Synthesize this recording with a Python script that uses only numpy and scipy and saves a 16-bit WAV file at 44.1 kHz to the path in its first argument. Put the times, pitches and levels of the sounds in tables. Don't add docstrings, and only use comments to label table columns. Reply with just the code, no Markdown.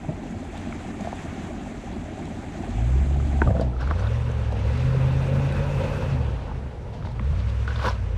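import sys
import numpy as np
from scipy import signal
from scipy.fft import rfft, irfft, next_fast_len
from scipy.io import wavfile
from scipy.ndimage import uniform_filter1d

SR = 44100
rng = np.random.default_rng(int(sys.argv[2]) if len(sys.argv) > 2 else 0)


def rack_gain(trim_db):
    fader = np.asarray(trim_db, float)
    return 10 ** (fader / 20)


def waveform_to_disk(signal):
    frames = np.transpose(np.atleast_2d(signal))
    scaled = np.clip(frames, -1, 1) * 32767
    samples = np.round(scaled).astype(np.int16)
    wavfile.write(sys.argv[1], SR, samples)


N = 360297


def rms_one(x):
    return x / np.sqrt(np.mean(x ** 2) + 1e-20)


def in_time(rows):
    s, *columns = np.transpose(rows)
    return [np.interp(np.arange(N) / SR, s, c) for c in columns]


def sounding(rows, fade_s):
    start, end = rows[0][0], rows[-1][0]
    gate = np.interp(np.arange(N) / SR, [start - fade_s, start, end, end + fade_s], [0, 1, 1, 0])
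    return gate * rack_gain(np.array(in_time(rows)))


def swells(rows):
    out = np.zeros((2, N + SR))
    for s, swell_s, fade_s, *levels_db in rows:
        t = np.arange(-int(3 * swell_s * SR), int(3 * fade_s * SR)) / SR
        i = int((s + t[0]) * SR)
        shape_db = 20 * np.where(t < 0, t / swell_s, -t / fade_s)
        out[:, i:i + len(t)] += rack_gain(np.array(levels_db)[:, None] + shape_db)
    return out[:, :N]


def drift(rate):
    r = np.exp(-80 * np.pi * rate / SR)
    slow = signal.lfilter([1], [1, -2 * r, r * r], rng.standard_normal(N // 40 + 2002))[2000:]
    return np.interp(np.arange(N) / 40, np.arange(len(slow)), rms_one(slow))


def grains(per_s, spread_db):
    out = np.zeros(N)
    hit = np.flatnonzero(rng.random(N) < per_s / SR)
    size, sign = rng.random((2, N))[:, hit]
    out[hit] = rack_gain(spread_db * np.minimum(-np.log(size + 1e-9), 3)) * np.sign(sign - 0.5)
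    return rms_one(out)


def resonate(x, hz, width_hz):
    r = np.exp(-np.pi * width_hz / SR)
    poles = [1, -2 * r * np.cos(2 * np.pi * hz / SR), r * r]
    return signal.lfilter(np.array([1, 0, -1]) * (1 - r * r) / 2, poles, x)


def twice(x, hz, width_hz):
    return resonate(resonate(x, hz, width_hz), hz, width_hz)


def rung(hz, t60, rise=0.):
    t = np.arange(int(np.clip(t60, 0.002, 0.2) * SR)) / SR
    onset = np.sin(np.pi / 2 * np.minimum(t * hz / 1.22, 1)) ** 2
    return onset * rack_gain(-60 * t / t60) * np.sin(2 * np.pi * hz * t * (1 + rise * t / t60))


def add(out, s, sound):
    i = int(s * SR)
    out[i:i + len(sound)] += sound[:N - i]


def band_pass(x, order, low_hz, high_hz):
    return signal.sosfilt(signal.butter(order, [low_hz, high_hz], "band", fs=SR, output="sos"), x)


def coloured(source, colour):
    hz, level_db = np.transpose(colour)
    size = next_fast_len(N)
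    octaves = np.log2(np.maximum(np.arange(size // 2 + 1) * SR / size, 1))
    outside = np.maximum(np.log2(hz[0]) - octaves, 0) + np.maximum(octaves - np.log2(hz[-1]), 0)
    gain_db = np.interp(octaves, np.log2(hz), level_db) - 60 * outside
    return rms_one(irfft(rfft(source, size) * rack_gain(gain_db), size)[:N])


def split(x, edges_hz):
    size = next_fast_len(N)
    hz = np.arange(size // 2 + 1) * SR / size
    below = [0] + [1 / (1 + (hz / edge) ** 16) for edge in edges_hz] + [1]
    return [rms_one(irfft(rfft(x, size) * (b - a), size)[:N]) for a, b in zip(below, below[1:])]


def turbulence(patchy_db, shared):
    out, together, white = 0, drift(26), rng.standard_normal((2, N))
    edges = 28 * 2 ** (np.arange(20) / 2)
    for k, (low, high) in enumerate(zip(edges, edges[1:])):
        flicker_db = patchy_db * (shared * together + 0.93 * drift(13.0))
        out = out + rack_gain(flicker_db) * band_pass(white[k % 2], 2, low, high)
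    return rms_one(out)


def bubbles(low_hz, high_hz, per_s, sharpness, count):
    pitches = np.geomspace(low_hz, high_hz, count)
    born, dealt = grains(per_s, spread_db=4.0), rng.integers(0, count, N)
    rings = (twice(born * (dealt == k) + 1e-18, hz, hz / sharpness) for k, hz in enumerate(pitches))
    return rms_one(sum(rings))


# time in seconds, four-stroke cycle rate in Hz.
CYCLE_SPEED = [(2.68, 5.5), (2.88, 7.75), (3.03, 8.7), (3.44, 8.8), (3.83, 7.4), (4.09, 14.0), (4.27, 15.2),
               (4.6, 12.3), (4.81, 16.0), (5.7, 17.4), (6.11, 17.4), (6.3, 12.7), (6.55, 9.2), (6.97, 6.5),
               (7.22, 7.1), (7.42, 12.7), (7.76, 13.7), (8.17, 10.3)]


def speed():
    flywheel_s = 0.1
    return uniform_filter1d(in_time(CYCLE_SPEED)[0], size=int(flywheel_s * SR))


# time in seconds, level in dB.
THROTTLE_LOAD = [(2.62, -37), (2.76, -21.5), (2.92, -18), (3.74, -25.5), (3.92, -19.5), (4.25, -21),
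                 (4.52, -24), (4.85, -19), (5.44, -19.5), (5.56, -24), (6.02, -30), (6.16, -20.5),
                 (6.4, -32), (6.9, -40), (7.19, -31), (7.3, -22.5), (7.65, -25), (8.17, -25.5)]
# order, level in dB at mean load, share of the load's swing.
STRONG_ORDERS = [(3, -29, 0.1), (5, -26, 0.16), (8, -24, 0.82), (16, -30.5, 1.24)]
# order, level in dB against the firing order.
WEAK_ORDERS = [(4, -21), (6, -18), (10, -21), (13, -22.5)]
# frequency in Hz, gain in dB.
PIPE_RESPONSE = [(22, -21), (40, -14), (52, -4), (68, 0.5), (95, -6.5), (132, -2.5), (165, -6.5),
                 (280, -24.5)]


def exhaust():
    mean_load_db, uneven_db, rough_db, idle_db = -24, 1.5, 3.5, -1.5
    silencer_db, tailpipe_db = -6, 4.5
    cycle_hz, (load_db,) = speed(), in_time(THROTTLE_LOAD)
    pipe_hz, pipe_db = np.transpose(PIPE_RESPONSE)
    phase = 2 * np.pi * np.cumsum(cycle_hz * (1 + 0.004 * drift(12))) / SR
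    levels = {}
    for k, db, share in STRONG_ORDERS:
        through_pipe_db = np.interp(np.log(k * cycle_hz), np.log(pipe_hz), pipe_db)
        levels[k] = db + share * (load_db - mean_load_db) + through_pipe_db
    double_db = [0, silencer_db, silencer_db, tailpipe_db]
    levels[16] = levels[16] + np.interp(16 * cycle_hz, [122, 142, 205, 235], double_db)
    for k, db in WEAK_ORDERS:
        levels[k] = levels[8] + db
    out = np.zeros(N)
    for k, db in levels.items():
        wander_db = uneven_db * drift(5.7)
        if k not in (3, 5, 8):
            wander_db = wander_db + rough_db * drift(9.5)
        out += np.sqrt(2) * rack_gain(db + wander_db) * np.sin(k * phase + k * k)
    idle_gain = rack_gain(np.interp(np.arange(N) / SR, [2.55, 2.72], [idle_db, 0]))
    return idle_gain * out, phase


# time in seconds, level in dB.
BAY_FACING = [(3.62, -3), (3.8, -3.5), (3.97, 0.5), (4.3, 0), (4.55, 0.75), (4.72, 1), (4.95, 0.9),
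              (5.3, 2), (6.0, 2.5), (6.4, 0), (7.3, -2), (8.17, -1.5)]
# level in dB at full speed, dB per doubling of speed, share of the facing.
BAY_LAYERS = [(-34, 0.5, 2.55), (-43, 8, 0.64), (-62.5, 10, 0.46), (-75, 19, 1.6)]
# frequency in Hz, level in dB per Hz.
ROAR_COLOUR = [(30, 6.5), (120, 8.5), (220, 1.5), (320, -8), (470, 1), (535, -4), (600, -4), (690, -8.5),
               (870, -7.5), (980, -10.5), (1050, -26.5)]
# frequency in Hz, level in dB per Hz.
FAN_COLOUR = [(1050, 3), (1460, 1), (2150, -3), (2630, -4), (2950, -5.5), (3050, -6.5), (4140, -12),
              (5000, -16.5), (6140, -16.5), (9270, -24.5), (10800, -38.5), (12300, -42), (13200, -42.5),
              (15500, -54)]
# frequency in Hz, width in Hz, level in dB against the roar.
INTAKE_PIPE = [(355.5, 3.8, -23), (537, 82, -13), (2550, 410, -26.5), (1500, 200, -30.5)]
# time in seconds, blade rate in Hz, level in dB.
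COASTING_FAN = [
    (5.9, 141.4, -51),
    (6.15, 141.4, -32),
    (6.5, 129.7, -34.5),
    (6.9, 119.5, -42),
    (7.15, 115.2, -35),
]


def engine_bay(rush, phase):
    full_speed_hz = 17
    pedal_lead_s = 0.075
    ahead = np.arange(N) + pedal_lead_s * SR
    revs = np.interp(ahead, np.arange(N), speed()) / full_speed_hz
    (facing,) = sounding(BAY_FACING, fade_s=0.077)
    gains = [rack_gain(db + per_octave_db * np.log2(revs)) * facing ** share
             for db, per_octave_db, share in BAY_LAYERS]
    rush = rush * (1 + 0.035 * np.sin(8 * phase))
    drips = bubbles(1009, 7720, 600, sharpness=24.0, count=9)
    fan = coloured(rush + 0.15 * drips, FAN_COLOUR)
    pipe = sum(rack_gain(db) * rms_one(twice(rush, hz, width_hz)) for hz, width_hz, db in INTAKE_PIPE)
    roar = coloured(rush, ROAR_COLOUR) + pipe * revs ** 3.8
    layers = [roar] + split(fan, [6000, 10500])
    blade_hz, blade_db = in_time(COASTING_FAN)
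    turn = 2 * np.pi * np.cumsum(blade_hz) / SR
    blades = rack_gain(blade_db + 1.7 * drift(2.4)) * (np.sin(turn) + rack_gain(-15) * np.sin(2 * turn))
    return np.sum(np.array(gains) * layers, axis=0) + blades


# time in seconds, churn in dB.
TYRE_CHURN = [(0.0, -1), (.55, 2.5), (.85, 2), (1.2, 3.5), (1.6, 2.5), (2.0, -0.3), (2.2, 2), (2.45, 1.6),
              (2.75, 3.5), (3.1, 3), (3.45, 2.5), (3.59, -3.5), (3.7, -19)]
# frequency in Hz, level in dB per Hz.
WASH_COLOUR = [(30, -23), (85, -7), (110, -6.5), (225, 1), (389, -8), (455, -16.5), (530, -15.5),
               (673, -10), (800, -11), (1000, -27)]
# frequency in Hz, level in dB per Hz.
SPRAY_COLOUR = [(1000, -1), (1630, 0.5), (2390, -1.5), (2950, -7), (3420, -7.5), (5060, -17), (5900, -16),
                (6000, -12.5), (7950, -13.5), (8050, -18.5), (8800, -22.5), (9200, -20), (11000, -33.5),
                (15400, -43)]


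def wash(rush):
    wash_db, wash_follows, approach_db_per_s, spray_db = -36.5, 0.2, 0.2, -50
    gurgles = bubbles(159.8, 923, 250, sharpness=5.0, count=10)
    low = coloured(rush + 0.19 * gurgles, WASH_COLOUR)
    fizz = bubbles(983, 9000, 1500, sharpness=6.6, count=12)
    spray = coloured(rush + 0.29 * fizz, SPRAY_COLOUR)
    (churn,) = sounding(TYRE_CHURN, fade_s=0.2)
    low_gain = rack_gain(wash_db + approach_db_per_s * np.arange(N) / SR) * churn ** wash_follows
    waves = rack_gain(0.7 * drift(4))
    return rack_gain(0.97) * low_gain * low + rack_gain(spray_db) * churn * spray * waves


# time in seconds, peak in dB, ring in Hz, ring t60 in seconds.
STONE_KNOCKS = [(0.047, -28, 774, 0.02), (0.233, -34, 775, 0.028), (0.256, -32.5, 600, 0.031),
                (1.008, -28, 620, 0.024), (1.047, -30, 667, 0.07), (1.072, -19.5, 694, 0.027),
                (1.128, -15.5, 744, 0.011), (1.256, -30, 660, 0.03), (2.033, -39, 610, 0.057),
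                (3.494, -25, 636, .02), (3.503, -24, 720, 0.034), (3.55, -20, 524, 0.027),
                (3.566, -32, 790, 0.016), (3.525, -32, 710, 0.016), (3.911, -28, 800, 0.013),
                (3.595, -18, 483, 0.035), (3.599, -31, 790, 0.024), (3.613, -18, 650, 0.022),
                (3.647, -28, 604, 0.023), (3.826, -27, 826, 0.019), (3.96, -36, 853, 0.014),
                (4.022, -30, 743, 0.016), (7.331, -38, 670, 0.048), (7.378, -34, 503, 0.023),
                (7.826, -25, 990, .015), (7.841, -23, 514, .03), (7.847, -22, 1010, 0.027),
                (7.883, -20, 990, 0.022), (7.907, -26, 596, 0.032), (3.459, -27, 570, 0.019),
                (4.297, -27, 510, 0.031), (4.524, -29.5, 560, 0.046), (4.703, -29, 530, 0.038),
                (4.945, -26, 510, 0.036), (5.471, -25, 528, 0.028), (5.847, -24, 550, 0.041),
                (6.493, -34, 870, 0.052), (6.514, -31, 860, 0.029), (7.049, -28, 890, 0.016),
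                (7.072, -26, 885, 0.011)]
# time in seconds, peak in dB, ring in Hz, ring t60 in seconds.
STONE_CRACKS = [(.725, -32, 2220, 0.016), (.726, -28, 1290, 0.011), (3.2, -31, 1250, .012),
                (3.4174, -10, 1520, 0.014), (3.419, -36.5, 2800, 0.0086), (3.418, -13, 640, 0.012),
                (3.418, -6, 361, 0.013), (3.4192, -20, 910, 0.039), (3.474, -26, 1190, 0.035),
                (3.567, -31.5, 1390, 0.016), (3.596, -35, 1480, 0.028), (3.732, -41, 1310, 0.043),
                (3.765, -33, 1300, 0.016), (3.804, -42, 1600, 0.014), (4.041, -34, 1170, .015),
                (4.065, -39, 1500, 0.036), (7.024, -35, 1270, .015), (7.051, -33, 1500, .01),
                (7.07, -34, 1500, .01), (7.706, -30, 1510, 0.027), (7.761, -35, 1470, 0.017),
                (7.795, -29, 1600, .015), (7.86, -22, 1500, 0.023), (3.818, -31, 1520, 0.022),
                (3.874, -28, 1380, 0.018), (3.91, -11.5, 1300, 0.0079), (7.196, -22, 1100, 0.01),
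                (7.195, -23, 2030, 0.005), (7.678, -24, 1465, 0.025)]
# time in seconds, peak in dB, ring in Hz, ring t60 in seconds.
WHEEL_THUMPS = [(0.083, -14.5, 150, 0.057), (0.09, -28, 622, 0.05), (0.1, -24, 337, 0.04),
                (.758, -24, 220, 0.048), (3.2, -28, 114, 0.33), (0.725, -27, 686, .01),
                (0.128, -29, 200, 0.055), (3.43, -12, 38, 0.15), (3.47, -12, 97, 0.19),
                (7.0, -30, 113.5, 0.26), (7.03, -23.5, 86, 0.32), (7.122, -29, 132, 0.18),
                (7.201, -25, 207, 0.093), (7.3, -27, 139, 0.18)]
# frequency in Hz, level in dB, t60 in seconds.
STONE_BED = [(150, -18, 0.03), (361, -8.5, 0.019), (910, -26.5, 0.14), (2330, -29, 0.0079)]


def knocks():
    out, hits = np.zeros(N), STONE_KNOCKS + STONE_CRACKS + WHEEL_THUMPS
    shakes_db = rng.normal(0, 1.9, (len(hits), len(STONE_BED)))
    for (s, peak_db, hz, t60), shake_db in zip(hits, shakes_db):
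        add(out, s, rack_gain(peak_db + 4.0) * rung(hz, t60))
        if hz > 1000:
            add(out, s, rack_gain(peak_db - 5.5) * rung(hz * 0.63, 0.008))
            add(out, s, rack_gain(peak_db - 17) * rung(hz * 1.7, 0.008))
        for (bed_hz, bed_db, bed_t60), own_db in zip(STONE_BED, shake_db):
            add(out, s, rack_gain(peak_db + bed_db + own_db) * rung(bed_hz, bed_t60))
    return out


# frequency in Hz, width in Hz, dB under the wheel, dB skidding loose.
GRAVEL = [(114.3, 19, 26, -34), (200, 66, 18, -2.5), (528, 180, 7, 1.5), (640, 194, 10.5, -8),
          (1006, 290, -35, -1), (1520, 250, -9.5, -4.5)]
# peak time in seconds, swell in seconds, fade in seconds, low grind in dB, chips in dB.
CRUSH = [(3.478, 0.046, 0.032, -18.5, -48), (3.508, 0.043, .05, -18.5, -58), (3.56, 0.04, 0.055, -21, -57),
         (3.602, 0.025, 0.1, -24, -51), (3.62, 0.034, 0.039, -37, -42), (6.94, 0.04, 0.15, -32.5, -45),
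         (7.054, 0.021, 0.11, -33, -43.5), (7.25, 0.032, 0.19, -38, -64.5), (7.4, 0.049, 0.031, -33, -40),
         (7.5, 0.035, .04, -45, -40.5)]
# peak time in seconds, swell in seconds, fade in seconds, low grind in dB, chips in dB.
SKID = [(3.814, 0.037, 0.14, -33.5, -38.5), (3.912, 0.01, 0.016, -22.5, -42), (3.99, 0.025, 0.12, -45, -48),
        (4.08, 0.25, 0.02, -37, -51), (4.78, 0.17, 0.35, -41.5, -42.5), (6.5, 0.085, 0.14, -40.5, -56),
        (7.678, 0.011, 0.14, -33, -38), (7.765, 0.025, 0.099, -43, -44), (7.8, .04, .06, -47, -44),
        (7.822, 0.032, 0.094, -43, -44), (7.853, 0.035, 0.1, -26.5, -35), (7.87, 0.056, 0.094, -35, -36),
        (7.885, 0.081, 0.014, -25, -38.5), (7.91, .02, 0.037, -53, -42)]


def grind():
    clicks = np.array([grains(800, spread_db=3.5), grains(2500, spread_db=2.5)])
    rings = np.array([(-1) ** k * twice(clicks, hz, 1.64 * width_hz)
                      for k, (hz, width_hz, *_) in enumerate(GRAVEL)])
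    loaded, loose = np.sum(rack_gain(np.array(GRAVEL)[:, 2:, None]) * rings, axis=0)
    splinters = bubbles(1700, 8200, 2500, sharpness=2.0, count=7) + 2.0 * grains(4600, spread_db=-19.0)
    grit = rms_one(band_pass(splinters, 2, 5000, 12500))
    chips = band_pass(splinters, 2, 1500, 4500)
    chips = rms_one(signal.sosfilt(signal.butter(2, 8000, fs=SR, output="sos"), chips))
    crush_gain, crush_chips = swells(CRUSH)
    skid_gain, skid_chips = swells(SKID)
    low = rack_gain(-3.0) * crush_gain * rms_one(loaded) + rack_gain(-4.5) * skid_gain * rms_one(loose)
    thrown = crush_chips + skid_chips
    grit_gain = rack_gain(-17.5) * np.sqrt(thrown / rack_gain(-30))
    return low + rack_gain(-8.0) * thrown * (chips + grit_gain * grit)


# time in seconds, peak in dB, ring in Hz.
WATER_DROPS = [(0.3082, -31, 6540), (0.575, -23.5, 3670), (1.0081, -26, 6640), (2.187, -33, 7500),
               (2.2538, -28, 3900), (2.7072, -35, 3820), (3.61, -22.5, 4600), (3.808, -29, 5300),
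               (3.8761, -31, 3570), (3.9105, -31, 3580), (3.995, -30, 5900), (4.315, -30, 6100),
               (4.522, -29, 3860), (4.5979, -32, 4100), (4.775, -28, 4000), (5.5222, -24, 3770),
               (5.5653, -28, 3350), (6.2696, -39, 3780), (7.1172, -35, 4210), (7.243, -36, 3800),
               (7.4944, -42, 4200), (7.6791, -39, 3480), (7.7597, -48, 3580), (7.7942, -42, 3570),
               (7.8545, -48, 3770)]


def drops():
    out, n = np.zeros(N), np.arange(400)
    tick = np.minimum(n / 50, 1) * np.exp(-n / 150)
    for (s, peak_db, hz), hiss in zip(WATER_DROPS, rng.standard_normal((len(WATER_DROPS), 400))):
        add(out, s, rack_gain(peak_db - 16.5) * rung(hz, 0.022, rise=0.042))
        add(out, s, rack_gain(peak_db - 14) * hiss * tick)
    return band_pass(out, 3, 2000, 8500)


# time in seconds, level in dB, whistle in Hz.
TREAD_SQUEAKS = [(3.806, -36, 5210), (4.068, -32, 3560), (7.758, -30.5, 3490), (7.852, -30, 4600),
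                 (7.888, -29, 5200), (7.894, -32, 5270), (7.698, -46, 5800), (7.728, -41, 5900),
                 (7.8, -37, 3100)]


def squeaks():
    out = np.zeros(N)
    for (s, level_db, hz), noise in zip(TREAD_SQUEAKS, rng.standard_normal((len(TREAD_SQUEAKS), 2000))):
        whistle = rung(hz, 0.028, rise=0.08)
        rough = rms_one(uniform_filter1d(uniform_filter1d(noise, size=24), size=17))
        whistle = whistle * (0.6 + 0.6 * rough[:len(whistle)])
        add(out, s, rack_gain(level_db) * whistle * np.minimum(np.arange(len(whistle)) / 90, 1))
    return out


def banks(x):
    dull = signal.lfilter([0.2], [1, -0.8], x)
    echoes = [(0.006, -16), (0.019, -26), (0.047, -26)]
    return sum(rack_gain(db) * np.roll(dull, int(lag_s * SR)) for lag_s, db in echoes)


# frequency in Hz, width in Hz, level in dB.
IDLE_BOOM = [(50.7, 11.5, -46), (78.7, 53, -39)]


def idler():
    return sum(rack_gain(db) * rms_one(twice(rng.standard_normal(N), hz, width_hz))
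               for hz, width_hz, db in IDLE_BOOM)


# frequency in Hz, level in dB per Hz.
FOREST_COLOUR = [(1000, 3.5), (4000, -12.5), (9000, -18), (15000, -35)]


def forest():
    return rack_gain(-61.5) * coloured(rng.standard_normal(N), FOREST_COLOUR)


def scene():
    pipes, phase = exhaust()
    rush = turbulence(patchy_db=1.5, shared=0.42)
    stones = knocks() + grind() + drops() + squeaks()
    vehicle = pipes + engine_bay(rush, phase) + wash(rush)
    return (vehicle + stones + banks(stones) + idler() + forest())[None]


def roll_off(x):
    return signal.sosfilt(signal.butter(12, 15650, fs=SR, output="sos"), x)


def record(dry):
    thinned = signal.sosfilt(signal.butter(2, 33, "high", fs=SR, output="sos"), dry)
    thinned = signal.sosfilt(signal.butter(6, 15000, fs=SR, output="sos"), thinned)
    return roll_off(thinned)


dry = scene()
out = record(dry)
waveform_to_disk(out)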